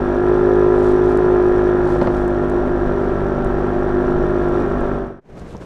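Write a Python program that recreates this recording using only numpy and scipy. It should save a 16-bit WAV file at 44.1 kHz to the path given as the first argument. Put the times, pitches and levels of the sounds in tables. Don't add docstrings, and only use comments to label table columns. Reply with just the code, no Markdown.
import sys
import numpy as np
from scipy import signal
from scipy.fft import rfft, irfft
from scipy.io import wavfile

SR = 44100
rng = np.random.default_rng(int(sys.argv[2]) if len(sys.argv) > 2 else 0)


def materialize(psi):
    bounded = np.clip(np.atleast_2d(psi).T, -1, 1)
    quanta = np.round(bounded * 32767).astype(np.int16)
    wavfile.write(sys.argv[1], SR, quanta)


N = 249165
TIME = np.arange(N) / SR

# time_s, firing_hz
FIRING_RATE = [(0.0, 50.08), (0.33, 51.52), (1.22, 51.83), (2.4, 50.54), (2.6, 50.54), (3.34, 48.78),
               (3.85, 50.47), (4.25, 50.93), (4.72, 50.03), (5.15, 47.36)]
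# time_s, load (0 cruising, 1 pulling)
THROTTLE = [(.2, 0.63), (.3, 0.92), (.62, 1.18), (1.0, 0.93), (1.35, 0.96), (1.85, 0.64), (2.0, .4),
            (2.5, .15), (3.3, 0), (4.1, 0.3), (4.5, 0.22), (4.61, 0.96), (4.67, 0)]
# order (multiple of the firing rate), pulling_db, cruising_db
ENGINE_ORDERS = [(1, -28.5, -28.5), (2, -33, -35), (3, -31.5, -31), (4, -38.5, -34.5), (5, -26, -27.5),
                 (6, -33, -37), (9, -37.5, -39), (10, -34, -40.5), (11, -35, -43), (12, -36.5, -32),
                 (13, -46, -44), (14, -35, -36.5), (15, -43, -43.5), (16, -40, -40.5), (17, -40.5, -50),
                 (19, -35, -43), (20, -39, -44.5), (22, -48.5, -43.5), (23, -46.5, -52), (24, -42, -49),
                 (26, -42.5, -46), (27, -42.5, -41), (28, -48, -44.5), (31, -45, -50.5), (32, -48, -48),
                 (33, -44.5, -51), (34, -49.5, -50.5), (36, -49.5, -51), (45, -61.5, -70), (49, -60.5, -68)]
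# cycle_share, strength_db
CYCLE_KNOCKS = [(.955, -1.5), (.11, -11.5), (.2, -9), (.38, -6.5), (.57, -12.5), (.74, -13.5)]
# pitch_hz, relative_db, t60_s
CASING_MODES = [(1000, -8.5, 0.035), (1080, -11.5, .02), (1216, -3, 0.022), (1365, 2, 0.045),
                (1500, -3, .015), (1710, -2.5, 0.046), (1838, -3, 0.038), (2540, -18, .025),
                (3400, -18, .008)]
# frequency_hz, density_db
GAS_SPECTRUM = [(60, -80.5), (200, -57.5), (420, -56.5), (700, -56.5), (1000, -64), (1650, -67.5),
                (2050, -84), (2800, -86.5), (3600, -91), (5000, -99), (12000, -125)]
# frequency_hz, density_db
BELT_SPECTRUM = [(1500, -93), (2200, -79.5), (2850, -89), (3500, -84), (4300, -95.5), (5300, -96),
                 (5700, -87), (6200, -98), (8000, -105), (8600, -97.5), (9600, -108), (12500, -118)]
# time_s, pitch_hz
DRIVE_PITCH = [(0, 285), (1.9, 343), (2.6, 358), (3.5, 373), (4.3, 389), (4.7, 394), (5.2, 393)]
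# frequency_hz, density_db
WIND_SPECTRUM = [(8, -48.5), (22, -42), (45, -53), (100, -56), (250, -57.5), (600, -62), (1000, -68.5),
                 (2000, -81), (4000, -100), (8000, -106), (13000, -116)]
# middle_s, length_s, gain_db
WIND_GUSTS = [(2.05, 0.27, -1), (3.47, .28, 4), (4.19, .36, 8.5)]
# start_s, level_db, pitch_hz, t60_s
SHARP_TICKS = [(.207, -42, 8000, .0008), (1.174, -24, 8040, .0008), (1.428, -41, 8000, .0008),
               (2.28, -28, 7960, .0008), (2.499, -27, 8000, .0008), (3.447, -27, 8000, .0008),
               (4.489, -37, 8000, .0008), (4.808, -33, 7960, .0008), (5.397, -38, 6500, .002),
               (5.568, -35, 5700, 0.0037), (5.579, -38, 6500, .001)]
# middle_s, length_s, gain_db
HISS_BURSTS = [(.86, .3, 0.5), (1.1, .18, -3), (1.91, 0.18, 1), (2.028, 0.13, -2), (2.19, .22, -2.5),
               (5.393, 0.042, -2), (5.51, .09, -3), (5.63, 0.055, -1)]
# frequency_hz, density_db
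HISS_SPECTRUM = [(1500, -105), (3500, -87), (6500, -93.5), (9000, -95), (11000, -104), (14000, -111)]
# start_s, gain_db, rattle_t60_s
SEAM_HITS = [(1.957, -5, 0.094), (2.017, -.5, 0.058), (2.032, -7.5, 0.25), (2.073, -3, .1),
             (5.548, -14.5, .04)]
# pitch_hz, level_db, t60_s
FRAME_MODES = [(201, -11, 0.041), (587, -16, 0.053), (940, -16.5, 0.029)]
# frequency_hz, density_db
CHASSIS_SPECTRUM = [(30, -51), (90, -52), (140, -40), (230, -41), (450, -47), (590, -41), (720, -47),
                    (1100, -55), (2000, -71.5), (5000, -93), (12000, -120)]
# start_s, gain_db, t60_s
PANEL_HITS = [(2.014, 1.5, .035), (2.039, -8, .02), (2.071, 1.5, 0.033), (5.622, -17, .04)]
# frequency_hz, density_db
PANEL_SPECTRUM = [(400, -72), (800, -54), (1050, -50), (2000, -62), (2600, -67), (3500, -75), (5200, -77.5),
                  (6800, -95), (12000, -112)]
# frequency_hz, density_db
QUIET_RIDE_SPECTRUM = [(8, -52), (30, -55.5), (90, -60.5), (170, -60.5), (290, -64.5), (400, -63.5),
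                       (600, -67.5), (900, -76.5), (1600, -82), (3000, -93), (4500, -98.5), (6000, -99),
                       (12000, -114)]

BOOM_HZ, BOOM_WIDTH_HZ, BOOM_DB = 362.8, 15.2, -14
EIGHTH_DB, EIGHTH_NULL_LOAD = -21, 0.39
DUCT_HZ, DUCT_WIDTH_HZ, DUCT_NOISE_DB = 367.4, 90, -28.5
HOUSING_HZ, HOUSING_WIDTH_HZ, DRIVE_DB = 371.5, 68, -26.5
CUT_S = 5.2


def gain_of(db):
    return 10 ** (np.asarray(db) / 20)


def unit_rms(x):
    return x / np.sqrt(np.mean(x ** 2) + 1e-20)


def curve(rows):
    return np.interp(TIME, *np.transpose(rows))


def wander(rate_hz):
    hz = np.fft.rfftfreq(N, 1 / SR)
    return unit_rms(irfft(rfft(rng.standard_normal(N)) * np.exp(-(hz / rate_hz) ** 2) * (hz > 0), N))


def rush(spectrum, envelope, size=8192):
    hz, db = np.transpose(spectrum)
    bin_hz = abs(np.fft.fftfreq(size, 1 / SR)) + 1
    log_gain = np.log(gain_of(np.interp(np.log(bin_hz), np.log(hz), db)))
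    taps = np.fft.ifft(np.exp(np.conj(signal.hilbert(log_gain)))).real[:size // 2]
    return signal.oaconvolve(rng.standard_normal(N) * envelope, taps)[:N] * np.sqrt(SR / 2)


def stroke(cycles, at, decay):
    return unit_rms(np.exp(-((cycles - at) % 1) / decay))


def resonance(hz, centre_hz, width_hz):
    return 1 / np.hypot(1, 2 * (hz - centre_hz) / width_hz)


def ringing(modes, length_s):
    t = TIME[:round(length_s * SR)]
    return sum(gain_of(db - 60 * t / t60) * np.sin(2 * np.pi * hz * t) for hz, db, t60 in modes)


def swells(events):
    return sum(gain_of(db) * np.cos(np.pi * np.clip((TIME - middle) / length, -.5, .5))
               for middle, length, db in events)


def jolts(events):
    return sum(gain_of(db - 60 * abs(TIME - start) / t60) * (TIME >= start) for start, db, t60 in events)


def duct_boom(cycles, load, lag_cycles=0.169, load_db=4.5):
    angle = 2 * np.pi * (cycles - lag_cycles)
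    seventh = gain_of(BOOM_DB + load_db * (load - 1) + 0.6 * wander(2.7))
    seventh *= resonance(7 * curve(FIRING_RATE), BOOM_HZ, BOOM_WIDTH_HZ)
    eighth = gain_of(EIGHTH_DB) * abs(load - EIGHTH_NULL_LOAD) / (1 - EIGHTH_NULL_LOAD)
    tones = seventh * np.cos(7 * angle) + eighth * np.cos(8 * angle)
    turbulence = rng.standard_normal(N) * stroke(cycles, at=0, decay=0.9)
    b, a = signal.iirpeak(DUCT_HZ, DUCT_HZ / DUCT_WIDTH_HZ, SR)
    ring = signal.lfilter(b, a, signal.lfilter(b, a, turbulence))
    return np.sqrt(2) * tones * (1 + 0.05 * wander(25)) + gain_of(DUCT_NOISE_DB) * unit_rms(ring)


def engine_tones(cycles, load, waver=0.16, waver_hz=9, trim_db=0.27, uneven_db=1.12):
    out = np.zeros(N)
    firing_strength = gain_of(uneven_db * wander(30))
    for order, pulling_db, cruising_db in ENGINE_ORDERS:
        level = gain_of(trim_db + cruising_db + load * (pulling_db - cruising_db))
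        if order > 16:
            knocks = sum(gain_of(db) * np.exp(-2j * np.pi * order * share) for share, db in CYCLE_KNOCKS)
            phase = np.angle(knocks)
            level *= firing_strength
        else:
            phase = 2 * np.pi * rng.random()
        tone = np.exp(1j * (2 * np.pi * order * cycles + phase))
        tone *= 1 + waver * (wander(waver_hz) + 1j * wander(waver_hz))
        out += level * tone.imag
    return np.sqrt(2) * out


def head_clatter(cycles, load, level_db=-40, load_db=2, uneven_db=2, jitter_cycles=.005):
    blows = np.zeros(N)
    for share, db in CYCLE_KNOCKS:
        knock_count = np.floor(cycles - share + jitter_cycles * wander(30))
        at = np.flatnonzero(np.diff(knock_count) > 0)
        blows[at] += gain_of(db + uneven_db * wander(40)[at])
    panels = signal.butter(4, [850, 1900], "band", fs=SR, output="sos")
    ring = signal.sosfilt(panels, ringing(CASING_MODES, length_s=0.1))
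    return gain_of(level_db + load_db * load) * unit_rms(signal.oaconvolve(blows, ring)[:N])


def gas_rush(cycles, load, load_db=1):
    puffs = unit_rms(1.3 + stroke(cycles, at=0, decay=.4))
    return rush(GAS_SPECTRUM, puffs * gain_of(load_db * load + 0.73 * wander(25)))


def valve_and_belt_hiss(cycles, load, load_db=4):
    pulses = unit_rms(1.1 + stroke(cycles, at=.36, decay=0.3))
    return rush(BELT_SPECTRUM, pulses * gain_of(load_db * (load - 1) + .9 * wander(20)))


def final_drive(waver_db=0.9):
    hz = curve(DRIVE_PITCH)
    tone = np.sin(2 * np.pi * np.cumsum(hz) / SR) * resonance(hz, HOUSING_HZ, HOUSING_WIDTH_HZ) ** 2
    return np.sqrt(2) * tone * gain_of(DRIVE_DB + waver_db * wander(13))


def wind_and_tyres(db_per_doubling=7, lumps_db=2, gust_top_hz=170):
    speed = curve(DRIVE_PITCH) / curve(DRIVE_PITCH).max()
    roar = rush(WIND_SPECTRUM, gain_of(db_per_doubling * np.log2(speed) + lumps_db * wander(30)))
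    gusts = rush(WIND_SPECTRUM, swells(WIND_GUSTS))
    return roar + signal.sosfilt(signal.butter(2, gust_top_hz, fs=SR, output="sos"), gusts)


def ticks():
    out = np.zeros(N)
    for start_s, db, hz, t60 in SHARP_TICKS:
        tick = ringing([(hz, db, t60)], length_s=0.01)
        out[round(start_s * SR):][:len(tick)] += tick
    return out


def airy_hisses(flutter_db=2.5, grain_db=3.5, trim_db=-3):
    texture = gain_of(trim_db + flutter_db * wander(120) + grain_db * wander(1500))
    return rush(HISS_SPECTRUM, swells(HISS_BURSTS) * texture)


def road_seams():
    blows = np.zeros(N)
    for start_s, db, _ in SEAM_HITS:
        blows[round(start_s * SR)] = gain_of(db)
    ring = ringing(FRAME_MODES, length_s=0.125)
    ring *= 1 - np.exp(-TIME[:len(ring)] / 0.0005)
    return signal.oaconvolve(blows, ring)[:N] + rush(CHASSIS_SPECTRUM, jolts(SEAM_HITS))


def panel_clacks():
    return rush(PANEL_SPECTRUM, jolts(PANEL_HITS))


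def fade_out(start_s=4.925, length_s=0.36, shut_s=0.018):
    fall = np.clip(1 - (TIME - start_s) / length_s, 0, 1) ** 2
    return fall * np.clip((CUT_S - TIME) / shut_s + .5, 0, 1)


def quiet_ride(flicker_db=1.4, fade_in_s=0.19):
    fade_in = np.clip((TIME - CUT_S) / fade_in_s, 0, 1) ** 1.36
    return rush(QUIET_RIDE_SPECTRUM, gain_of(flicker_db * wander(40))) * fade_in


def scene(first_ride_db=-0.37):
    cycles = np.cumsum(curve(FIRING_RATE) * (1 + .0006 * wander(12))) / SR
    load = curve(THROTTLE)
    engine = engine_tones(cycles, load) + duct_boom(cycles, load) + head_clatter(cycles, load)
    engine += gas_rush(cycles, load) + valve_and_belt_hiss(cycles, load)
    first_ride = (engine + final_drive() + wind_and_tyres()) * gain_of(first_ride_db) * fade_out()
    return (first_ride + quiet_ride() + road_seams() + panel_clacks() + airy_hisses() + ticks())[None]


def record(dry, low_cut_hz=6, top_hz=13200):
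    low_cut = signal.butter(1, low_cut_hz, "high", fs=SR, output="sos")
    opened = signal.sosfilt(low_cut, dry) * np.minimum(TIME / .003, 1)
    high_cut = signal.firwin(255, top_hz, window=("kaiser", 8), fs=SR)
    return signal.oaconvolve(opened, high_cut[None], "same")


dry = scene()
out = record(dry)
materialize(out)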